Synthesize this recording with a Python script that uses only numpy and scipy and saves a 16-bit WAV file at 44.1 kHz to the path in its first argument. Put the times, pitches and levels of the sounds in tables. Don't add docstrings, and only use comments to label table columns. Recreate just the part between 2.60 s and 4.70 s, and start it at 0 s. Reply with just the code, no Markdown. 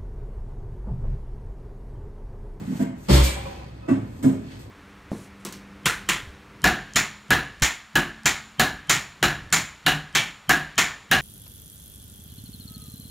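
import sys
import numpy as np
from scipy import signal
from scipy.fft import irfft
from scipy.io import wavfile
from scipy.ndimage import uniform_filter1d

SR = 44100
rng = np.random.default_rng(int(sys.argv[2]) if len(sys.argv) > 2 else 0)


def pcm_store(signal):
    levels = np.round(np.clip(np.atleast_2d(signal), -1, 1) * 32767)
    wavfile.write(sys.argv[1], SR, levels.astype(np.int16).T)


N = 92610
T = np.arange(N) / SR
HZ = np.fft.rfftfreq(N, 1 / SR)

# (frequency [Hz], shared part [0 to 1])
LIKENESS = [(150, 1), (320, 0.84), (500, 0.26), (750, 0.35), (1500, 0.1), (5500, 0.13), (7800, 1)]
# (frequency [Hz], phase [rad])
LEFT_LAG = [(60, -0.01), (350, 0.68), (700, 2.5), (6000, -1.7), (8200, 0.59), (10500, 2.5), (13300, 8),
            (15000, 8)]
STEEL_MODES = { "top": [(445, -16), (565, 0), (667, 5.5), (963, -4.5), (1577, -4)], "wall": [(538, 5.5),
               (719, -5), (904, -1.5), (1055, 3.5), (1260, -5), (1345, -5), (2761, -15), (4547, -2),
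               (5571, -10)], "lid": [(2320, 6.5), (3284, -3.5), (3940, -2), (6730, -2), (7200, -0.5),
               (8420, 1.5)], "base": [(544, 2), (730, -2), (795, 1), (990, -3), (1100, -9.5),
               (2420, -11.5)], "pot": [(533, 3), (1023, -1), (1281, -2), (2562, -8)], "rim": [(657, 5),
               (1136, -2), (1486, -8.5), (1970, -5.5), (2660, -9)], "flank": [(452, 2), (538, 1.5),
               (678, -1), (1410, -7), (1669, -13)]}

BODY_SCATTER, SCATTER_HZ = 0.25, 55


def amp(db):
    return 10 ** (np.asarray(db) / 20)


def unit(x):
    return x / np.sqrt(np.mean(x ** 2) + 1e-20)


def read(points, hz):
    f, value = np.transpose(points)
    return np.interp(np.log(hz + 1), np.log(f), value)


def add(mix, s, sound):
    part = mix[:, max(round(s * SR), 0):]
    part += sound[:, :part.shape[1]]


def dying(t, t60):
    return np.exp(-np.log(1000) * t / t60)


def at_left(right, other, hz):
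    same = np.clip(read(LIKENESS, hz), 0, 1)
    return same * right + np.sqrt(1 - same ** 2) * other


def left_delay(hz):
    return np.exp(-1j * read(LEFT_LAG, hz))


def diffuse(colour_db, tilt_db=0):
    right, other = np.exp(2j * np.pi * rng.random((2, len(HZ))))
    left = at_left(right, other, HZ) * left_delay(HZ)
    octaves = np.log2(np.maximum(HZ, 500) / 500)
    return unit(irfft(np.array([left, right]) * amp(colour_db + tilt_db * octaves), N))


def ripple():
    depth_db, spacing_hz = 3.5, 44.75
    knots = rng.standard_normal(4096)
    return depth_db * np.interp(HZ / spacing_hz, np.arange(len(knots)), knots)


def resonances(modes):
    width_hz, width_share = 21, 0.011
    power = 1e-12
    for hz, db in modes:
        detune = (HZ - hz) / (width_hz + width_share * hz)
        power = power + amp(db) ** 2 / (1 + detune ** 2) ** 2
    return 10 * np.log10(power)


def onset():
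    direct_db, build_s = -8, 0.008
    return 1 - (1 - amp(direct_db)) * np.exp(-T / build_s)


def burst(colour_db, tilt_db, t60s, tail_db):
    tail_stretch = 2.1
    hz, t, z = signal.stft(diffuse(colour_db, tilt_db), SR, nperseg=256)
    fall_db = -60 * t / read(t60s, hz)[:, None]
    z = z * np.hypot(amp(fall_db), amp(tail_db + fall_db / tail_stretch))
    return signal.istft(z, SR, nperseg=256)[1][:, :N] * onset()


def mode(hz, scatter):
    knots = rng.standard_normal((2, 512, 2)) @ [1, 1j] / np.sqrt(2)
    right, other = (np.interp(T * SCATTER_HZ, np.arange(len(k)), k) for k in knots)
    left_waver = (1 + scatter * at_left(right, other, hz)) * left_delay(hz)
    waver = np.array([left_waver, 1 + scatter * right])
    return (waver * np.exp(2j * np.pi * hz * T)).imag / np.hypot(1, scatter)


def bumps(events, modes):
    # (frequency [Hz], relative level [dB per Hz])
    clack_points = [(40, -36), (130, 0), (330, 2.5), (480, -3), (680, -1), (950, -8.5), (1900, -13.5),
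                    (3800, -24.5), (6000, -26.5), (8200, -23), (10000, -35), (15000, -34.5)]
    # (frequency [Hz], t60 [s])
    clack_t60s = [(150, 0.86), (700, 0.46), (2500, 0.67), (8000, 0.43), (15000, 0.37)]
    rise_s, clack_tail_db = 0.0081, -26
    tail_db, tail_t60 = -29.5, 1.48
    pan = amp([[-0.76], [0.76]])

    out = np.zeros((2, N))
    swell = 1 - np.exp(-(T / rise_s) ** 2)
    tail = amp(tail_db) * dying(T, tail_t60)
    colour = read(clack_points, HZ) + ripple()
    for s, body_db, pitch, clack_db, tilt_db in events:
        body = np.zeros((2, N))
        for hz, db, t60 in modes:
            body += amp(db) * mode(hz * pitch, BODY_SCATTER) * (dying(T, t60) + tail)
        clack = burst(colour, tilt_db, clack_t60s, clack_tail_db)
        add(out, s, 2 * amp(body_db) * swell * body * pan + amp(clack_db) * clack)
    return out


def room_background():
    # (frequency [Hz], relative level [dB per Hz])
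    air_points = [(20, -34), (42, -6.5), (62, 4.5), (80, -4), (105, 6.5), (200, -5.5), (300, -7.5),
                  (500, -13.5), (1000, -19.5), (2500, -31.5), (5000, -65)]
    level_db = -41.5
    return amp(level_db) * diffuse(read(air_points, HZ))


def rubbing():
    # (time [s], rasp level [dB], hiss level [dB])
    rub_levels = [(0, -55.5, -58.5), (.1, -53.5, -56.5), (.17, -50.5, -51), (.23, -49, -47),
                  (.32, -80, -94), (.38, -61, -61.5), (.44, -59, -54.5), (.5, -46.5, -56), (.9, -46.5, -59),
                  (1.15, -57.5, -87), (1.42, -61.5, -66.5), (1.58, -58.5, -60), (1.8, -61, -69),
                  (1.92, -49, -64.5), (2.03, -54.5, -59.5), (2.1, -63, -72.5)]
    # (frequency [Hz], relative level [dB per Hz])
    rasp_points = [(200, 4), (700, -6), (1400, 3), (2600, 3.5), (4200, 0.5), (6500, -7.5), (15000, -22.5)]
    # (frequency [Hz], relative level [dB per Hz])
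    hiss_points = [(1000, -43), (4000, -10.5), (8200, -2), (10000, -9.5), (15000, -7.5)]
    # (time [s], level [dB])
    scrape_levels = [(.7, -78), (.77, -39), (.83, -44), (.91, -41), (.96, -47), (1.035, -45.5), (1.1, -61)]
    grain_db, grain_s = 1.5, 0.0013

    flutter = unit(uniform_filter1d(rng.standard_normal(N), int(grain_s * SR)))
    grain = unit(amp(grain_db * flutter))
    s, rasp_db, hiss_db = np.transpose(rub_levels)
    rasp = amp(np.interp(T, s, rasp_db)) * diffuse(read(rasp_points, HZ) + ripple())
    hiss = amp(np.interp(T, s, hiss_db)) * diffuse(read(hiss_points, HZ) + ripple())
    scrape_db = np.interp(T, *np.transpose(scrape_levels), left=-np.inf, right=-np.inf)
    scrape = amp(scrape_db) * diffuse(resonances(STEEL_MODES["base"]))
    return grain * (rasp + hiss + scrape)


def lid_presses():
    # (time [s], relative body level [dB], pitch [ratio], clack level [dB],
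    #         clack brightness [dB per octave])
    presses = [(.002, -33, 0.78, -39, -2), (.066, -28, 0.94, -48, 0), (.093, -25.5, 0.96, -50, 2),
               (.119, -28, 0.86, -37, -2.5), (.193, -19, 0.94, -34.5, -1), (.213, -19, 0.98, -40, 1.5),
               (.328, -36, 0.91, -69, 4)]
    # (frequency [Hz], relative level [dB], t60 [s])
    lid_modes = [(142.7, -15, 0.29), (171.5, -15, 0.31), (202.5, 0.5, 0.15), (265.1, -1, 0.22),
                 (351, -19.5, 0.33), (450, -20.5, 0.2)]
    return bumps(presses, lid_modes)


def rings():
    # (time [s], level of the whole part [dB], t60 at 1 kHz [s], part [name])
    ring_events = [(.195, -32, 0.47, "top"), (.487, -25.5, 0.58, "wall"), (.528, -25.5, 0.66, "wall"),
                   (.637, -28, 0.4, "lid"), (.7, -36, 0.46, "lid"), (.854, -28, 0.13, "base"),
                   (1.222, -44.5, 0.99, "pot"), (1.282, -28, 0.27, "rim"), (1.638, -26, 0.25, "flank")]
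    rise_s, scatter = 0.0051, 0.89
    damping = 0.21

    out = np.zeros((2, N))
    swell = 1 - np.exp(-T / rise_s)
    for s, db, t60, part in ring_events:
        size = np.sqrt(sum(amp(mode_db) ** 2 for hz, mode_db in STEEL_MODES[part]) / 2)
        for hz, mode_db in STEEL_MODES[part]:
            decay = dying(T, t60 / (hz / 1000) ** damping)
            add(out, s, amp(db + mode_db) / size * swell * decay * mode(hz, scatter))
    return out


def clanks():
    # (time [s], level [dB], brightness [dB per octave])
    contacts = [(.485, -19, -3.5), (.496, -18, -2.35), (.505, -24.5, 2), (.528, -19, 0.44),
                (.555, -21.5, 0), (.596, -28, .5), (.635, -23, 4), (.655, -31.5, 1), (.857, -37.5, -4.5),
                (1.99, -51.5, 3)]
    # (frequency [Hz], relative level [dB per Hz])
    crash_points = [(25, -31), (120, 12.5), (330, 6.5), (560, 6), (850, -1), (1150, 0), (2000, -2.5),
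                    (5200, 0), (6100, -5.5), (7600, -5.5), (9500, -8), (13200, -11), (15500, -14.5)]
    # (frequency [Hz], t60 [s])
    crash_t60s = [(100, 0.39), (600, 0.62), (2500, 0.72), (5000, 0.34), (8000, 0.44), (15000, 0.25)]
    tail_db = -27

    out = np.zeros((2, N))
    colour = read(crash_points, HZ) + ripple()
    for s, db, tilt_db in contacts:
        add(out, s, amp(db) * burst(colour, tilt_db, crash_t60s, tail_db))
    return out


def boom():
    # (frequency [Hz], level [dB], attack [s], hold [s], t60 [s])
    base_modes = [(63.6, -10, 0.061, 0.085, 0.26), (132.6, -16, 0.055, 0.016, 0.43),
                  (191.7, -16, 0.0071, 0.013, 0.24), (259.3, -23.5, 0.0089, 0.049, 0.34),
                  (350.3, -20.5, 0.018, 0.018, 0.4)]
    landing_s, tail_db, tail_t60 = 0.487, -15.5, 1.38

    out = np.zeros((2, N))
    for hz, db, attack, hold, t60 in base_modes:
        swell = np.sin(np.pi / 2 * np.minimum(T / attack, 1)) ** 2
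        after = np.maximum(T - attack - hold, 0)
        release = np.maximum(dying(after, t60), amp(tail_db) * dying(after, tail_t60))
        add(out, landing_s, amp(db) * swell * release * mode(hz, BODY_SCATTER))
    return out


def knocks():
    # (time [s], relative body level [dB], pitch [ratio], clack level [dB],
    #         clack brightness [dB per octave])
    knock_events = [(1.279, -23, 1.1, -29.5, -2.5), (1.286, -24, 1.274, -27.5, -1),
                    (1.304, -16, 1.013, -43, -2.5), (1.586, -37.5, 0.99, -51, 0), (1.627, -24.5, 1, -34, 4),
                    (1.6405, -14, 1, -27.5, -6), (1.6556, -18.5, 1, -28, -9)]
    # (frequency [Hz], relative level [dB], t60 [s])
    body_modes = [(105.1, -16, 0.74), (135.5, -8, 0.21), (186.6, -15.5, 0.49), (264, 2.5, 0.22),
                  (342.7, -18, 0.32), (405, -26, 0.57)]
    return bumps(knock_events, body_modes)


def scene():
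    handling = lid_presses() + rings() + knocks()
    landing = clanks() + boom()
    return room_background() + rubbing() + handling + landing


def record(dry):
    edge_hz = 15150
    low_pass = signal.firwin(511, edge_hz, window=("kaiser", 9), fs=SR)
    return signal.oaconvolve(dry, low_pass[None], "same")


dry = scene()
out = record(dry)
pcm_store(out)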